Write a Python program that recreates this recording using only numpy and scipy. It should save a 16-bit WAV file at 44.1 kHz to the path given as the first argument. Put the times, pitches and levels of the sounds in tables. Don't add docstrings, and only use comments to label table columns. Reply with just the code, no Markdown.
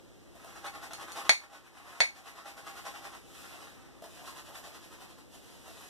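import sys
import numpy as np
from scipy import signal
from scipy.fft import rfft, irfft
from scipy.io import wavfile

SR = 44100
rng = np.random.default_rng(int(sys.argv[2]) if len(sys.argv) > 2 else 0)


def int16_out(signal):
    q = np.round(np.clip(np.atleast_2d(signal).T, -1, 1) * 32767)
    wavfile.write(sys.argv[1], SR, q.astype(np.int16))


N = 259749
TIME = np.arange(N) / SR


def amp(db):
    return 10 ** (np.asarray(db) / 20)


def unit(x):
    return x / np.sqrt(np.mean(x ** 2) + 1e-20)


def read(points, hz):
    f, value = np.transpose(points)
    return np.interp(np.log(hz + 1), np.log(f + 1), value)


def add(mix, s, sound):
    part = mix[round(s * SR):][:len(sound)]
    part += sound[:len(part)]


def colour(x, spectrum, peaks=(), size=4096):
    hz = abs(np.fft.fftfreq(size, 1 / SR))
    db = read(spectrum, hz)
    for f, width, gain in peaks:
        db = db + gain / (1 + (2 * (hz - f) / width) ** 2)
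    minimum_phase = np.exp(np.conj(signal.hilbert(np.log(amp(db)))))
    response = np.fft.ifft(minimum_phase).real
    return signal.oaconvolve(x, response[:size // 2])[:len(x)]


def drift(per_s):
    knots = np.arange(0, N / SR + 1, 1 / per_s)
    return unit(np.interp(TIME, knots, rng.standard_normal(N)[:len(knots)]))


def diffuse(length, spacing_m=0.14, likeness=0.93):
    a, b = rfft(rng.standard_normal((2, length)))
    hz = np.fft.rfftfreq(length, 1 / SR)
    same = np.clip(likeness, 0, 1) * np.sinc(2 * hz * spacing_m / 343)
    other = same * a + np.sqrt(1 - same ** 2) * b
    return irfft(np.array([a, other]), length)


def grains(per_s, spread_db, smooth):
    happens = rng.random(N) < per_s / SR
    sign = rng.choice([-1, 1], N)
    size = amp(spread_db * np.minimum(rng.exponential(1, N), 4))
    return unit(unit(happens * sign * size) + smooth * rng.standard_normal(N))


# time of its height in seconds, level in dB before the brush gains,
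# nominal length in seconds, bristle fizz in dB relative to the swish.
SINGLE_SWEEPS = [(0.49, -57, 0.32, -0.5), (1.965, -51.5, 0.36, -3), (3.42, -55.5, 0.39, 3.5),
                 (3.6, -54.5, 0.4, -2), (3.86, -62, 0.34, -18), (4.046, -55.5, 0.06, 0.5),
                 (4.16, -56, 0.24, 1.5), (5.345, -57.5, 0.079, 4.5), (5.49, -58, 0.28, 0.5),
                 (5.677, -52, 0.054, -4), (5.81, -56.5, 0.51, 3)]
# first stroke in seconds, last stroke in seconds, number of strokes,
# quickening from 0 to 1, extra return-stroke level in dB, bristle fizz in dB relative to the swish.
SCRUB_SPELLS = [(0.575, 1.267, 9, 0.03, -4.5, -5.5), (1.425, 1.882, 5, 0.08, -2, -5),
                (2.171, 3.141, 11, 0.1, -2.5, -3.5), (4.279, 5.193, 11, 0.06, 0.5, -2)]
# time in seconds, level in dB before the return-stroke change and brush gains.
SCRUB_EFFORT = [(0.58, -44.5), (1.02, -43.5), (1.22, -38), (1.42, -48), (1.54, -45.5), (1.65, -51.5),
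                (1.89, -48), (2.28, -44), (2.5, -46), (2.8, -42.5), (3.14, -48), (4.36, -45.5), (4.48, -52),
                (4.57, -45.5), (4.8, -52.5), (5.02, -51.5), (5.19, -58)]
SCRUB_SHARE = 0.81


def strokes():
    rows = list(SINGLE_SWEEPS)
    for first, last, count, quickening, return_db, fizz_db in SCRUB_SPELLS:
        u = np.linspace(0, 1, round(count))
        beat_s = (last - first) * u[1]
        times = first + (last - first) * (u + quickening * u * (1 - u))
        for k, s in enumerate(times):
            level_db = np.interp(s, *np.transpose(SCRUB_EFFORT))
            if k % 2 == 0:
                level_db = level_db + return_db
            rows.append((s, level_db, SCRUB_SHARE * beat_s, fizz_db))
    return rows


# frequency in Hz, level in dB.
SWISH_TONE = [(100, -41), (300, -1), (480, -7), (650, 0.5), (800, -1.5), (950, -2.5), (1200, -1.5),
              (1600, -4.5), (2200, -5), (3000, -12.5), (5000, -13), (14000, -29.5)]
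# frequency in Hz, width in Hz, boost or cut in dB.
BOWL_AIR = [(806.5, 28, 11), (1098, 27, 7), (1348, 200, 3), (2400, 1000, 3), (3950, 83, -6)]
# frequency in Hz, level in dB.
FIZZ_TONE = [(500, -12), (1500, -16.5), (2500, 4.5), (3400, 0.5), (4600, 2.5), (5700, -1.5), (7000, 0.5),
             (8500, -1.5), (10200, -1.5), (12500, -5.5), (14500, -10.5)]
ON_SKIN_S = 4.0
RISE_SHARE = 0.49


def brush(swish_db=0.0, skin_db=-2.0, fizz_level_db=-2.5, clumping_db=2.5):
    s, level_db, length, fizz_db = np.transpose(strokes())[:, :, None]
    rise, fall = length * RISE_SHARE, length * (1 - RISE_SHARE)
    t = np.linspace(0, N / SR, N // 32)
    u = (t - s) / np.maximum(np.where(t < s, rise, fall), .004)
    power = amp(level_db) ** 2 * np.exp(2 - 2 * np.sqrt(1 + (2 * u) ** 2))
    swish_level = np.interp(TIME, t, np.sqrt(power.sum(0)))
    fizz_level = np.interp(TIME, t, np.sqrt((power * amp(fizz_db) ** 2).sum(0)))

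    clumps_db = clumping_db * drift(per_s=180)
    slips = grains(per_s=1300, spread_db=3.0, smooth=0.31) * amp(clumps_db)
    in_bowl = unit(colour(slips, SWISH_TONE, BOWL_AIR))
    on_skin = amp(skin_db) * unit(colour(slips, SWISH_TONE))
    swish = np.where(TIME < ON_SKIN_S, in_bowl, on_skin)

    bursts = grains(per_s=2500, spread_db=3.0, smooth=1.0) * amp(0.21 * clumps_db)
    fizz = unit(colour(bursts, FIZZ_TONE))
    return amp(swish_db) * swish_level * swish + amp(fizz_level_db) * fizz_level * fizz


# start in seconds, force in dB, crack in dB, ring in dB,
# brightness in dB per octave; crack and ring are set before the overall gains below.
HANDLE_HITS = [(0.666, -37, -3.5, 4, 7), (0.9343, -34.5, -3.5, 3, 9.5), (1.12, -41, -3, 5, 11.5),
               (1.162, -41, -1, -2, -7), (1.2942, -4, 1.5, 8.5, 2), (2.0045, -10, 4, 11.5, 1)]
# frequency in Hz, level in dB before brightness and gains,
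# time in seconds to fall by 60 dB.
BOWL_TONES = [(1770, -25, 0.026), (2260, -1, 0.15), (2210, 2.5, 0.1), (2442, 0.5, 0.045),
              (2630, -2.5, 0.015), (4630, -22.5, 0.026), (4425, 3, 0.039), (4460, -18, 0.019),
              (7600, -22, .012), (9470, -11.5, 0.023), (9960, -22, 0.021), (11960, -21, .01)]
# frequency in Hz, level in dB before brightness.
CRACK_TONE = [(20, -61), (100, -40), (230, -2), (450, 2.5), (700, 4.5), (1200, -9.5), (1900, 10), (2900, 4),
              (4400, 2), (5300, -1.5), (6400, 3), (8000, -10.5), (9000, -10.5), (9900, -13.5), (11200, -34),
              (14000, -19.5)]


def knocks(thud_db=8, ring_db=-24, rebound_s=.00068, rebound=-0.11):
    out, t = np.zeros(N), np.arange(SR // 4) / SR
    hz, mode_db, t60 = np.transpose(BOWL_TONES)[:, :, None]
    pivot_hz = BOWL_TONES[1][0]
    contact = np.zeros(len(t))
    contact[0] = 1
    add(contact, rebound_s, np.array([rebound]))
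    for s, force_db, crack_db, wall_db, tilt_db in HANDLE_HITS:
        tilted = [(f, db + tilt_db * np.log2(f / pivot_hz)) for f, db in CRACK_TONE]
        crack = colour(contact, tilted)
        tone_db = mode_db + tilt_db * np.log2(hz / pivot_hz) - 60 * t / t60
        ring = (amp(tone_db) * np.sin(2 * np.pi * hz * t)).sum(0)
        hit = amp(thud_db + crack_db) * crack + amp(ring_db + wall_db) * ring
        add(out, s, amp(force_db) * hit)
    return out


# start in seconds, level in dB before size_db,
# time in seconds for the squelch to fall to 37 percent.
TUFT_LANDINGS = [(0.353, -50, 0.011), (0.446, -45, 0.0091), (1.525, -52, 0.018), (4.023, -43, 0.0058),
                 (4.041, -44, 0.01), (4.059, -46.5, 0.0048), (4.226, -49, 0.016), (4.489, -46.5, 0.022),
                 (5.68, -46.5, 0.0063)]
# frequency in Hz, level in dB.
PLOP_TONE = [(100, -20), (350, -16), (620, 1), (850, -4), (1500, -20.5), (4000, -25), (14000, -23)]


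def dabs(size_db=12, pop=9):
    out, t = np.zeros(N), np.arange(SR // 8) / SR
    for s, level_db, decay in TUFT_LANDINGS:
        squelch = np.exp(-t / decay) * rng.standard_normal(len(t))
        squelch[0] = pop
        add(out, s, amp(level_db) * squelch)
    return amp(size_db) * colour(out, PLOP_TONE)


# frequency in Hz, time in seconds to fall by 60 dB.
ECHO_TIMES = [(100, 0.08), (500, 0.16), (1200, 0.19), (2300, 0.19), (5000, 0.22), (10000, 0.23),
              (15000, 0.38)]


def echoes(build_s):
    hz, t, z = signal.stft(diffuse(SR // 3), SR, nperseg=256)
    fade = amp(-60 * t / read(ECHO_TIMES, hz)[:, None])
    tail = signal.istft(z * fade, SR, nperseg=256)[1]
    after_s = np.arange(tail.shape[1]) / SR
    tail = tail * (1 - np.exp(-(after_s / build_s) ** 2))
    return tail / np.linalg.norm(tail, axis=1, keepdims=True)


def room(x, direct_db, wet_db, build_s, count):
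    places = np.array([drift(per_s=10) for _ in range(count)])
    places = places / np.linalg.norm(places, axis=0)
    wet = np.zeros((2, N))
    for share in places:
        wet += signal.oaconvolve((x * share)[None], echoes(build_s), axes=1)[:, :N]
    return amp(direct_db) * x + amp(wet_db) * wet


# frequency in Hz, level in dB per Hz before the drone peaks.
ROOM_NOISE = [(20, -102), (40, -83), (60, -78.5), (90, -82.5), (180, -84.5), (300, -86.5), (480, -88),
              (750, -96.5), (1500, -102), (3000, -104), (6000, -106), (8200, -107), (10000, -111),
              (14000, -114)]
# frequency in Hz, width in Hz, boost in dB.
ROOM_DRONE = [(280, 40, 4.5), (340, 10.4, 8.5)]


def background():
    sides = [colour(side, ROOM_NOISE, ROOM_DRONE, size=16384) for side in diffuse(N, likeness=0.37)]
    return np.array(sides) * np.sqrt(SR / 2)


def gain_control(x, threshold_db=-27, share=0.6, recover_db_per_s=8, attack_s=0.011):
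    keep = np.exp(-1 / (SR * attack_s))
    power = signal.lfilter([1 - keep], [1, -keep], (x ** 2).mean(0))
    cut_db = share * np.maximum(10 * np.log10(power + 1e-12) - threshold_db, 0)
    recovery_db = recover_db_per_s * TIME
    held_db = np.maximum.accumulate(cut_db + recovery_db) - recovery_db
    return x * amp(-signal.lfilter([1 - keep], [1, -keep], held_db))


def scene():
    rubbing = room(brush(), direct_db=-4.5, wet_db=0.5, build_s=0.0022, count=8)
    landing = room(dabs(), direct_db=0.5, wet_db=2, build_s=.003, count=1)
    knocking = room(knocks(), direct_db=1.0, wet_db=6.0, build_s=0.00075, count=2)
    return rubbing + landing + knocking + background()


# frequency in Hz, amount in dB.
RIGHT_INTO_LEFT = [(100, -2), (1100, -1), (2300, 1), (3400, -3.5), (4550, -6), (6000, -12), (8000, -31),
                   (14000, -34)]
# frequency in Hz, amount in dB.
LEFT_INTO_RIGHT = [(100, -2.5), (1100, -3.5), (2300, 0.6), (3400, -0.5), (4550, -5), (6000, -4),
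                   (8000, -13.5), (14000, -14)]
CROSS_DELAY_S, EDGE_HZ = 0.000439, 14300


def record(dry):
    hz = np.fft.rfftfreq(N, 1 / SR)
    left, right = rfft(dry)
    late = np.exp(-2j * np.pi * hz * CROSS_DELAY_S)
    wide_left = left - amp(read(RIGHT_INTO_LEFT, hz)) * late * right
    wide_right = right - amp(read(LEFT_INTO_RIGHT, hz)) * late * left
    wide = irfft(np.array([wide_left, wide_right]), N)
    held = np.tanh(gain_control(wide))
    low_pass = signal.firwin(601, EDGE_HZ, window=("kaiser", 8), fs=SR)
    return signal.oaconvolve(held, low_pass[None], "same")


dry = scene()
out = record(dry)
int16_out(out)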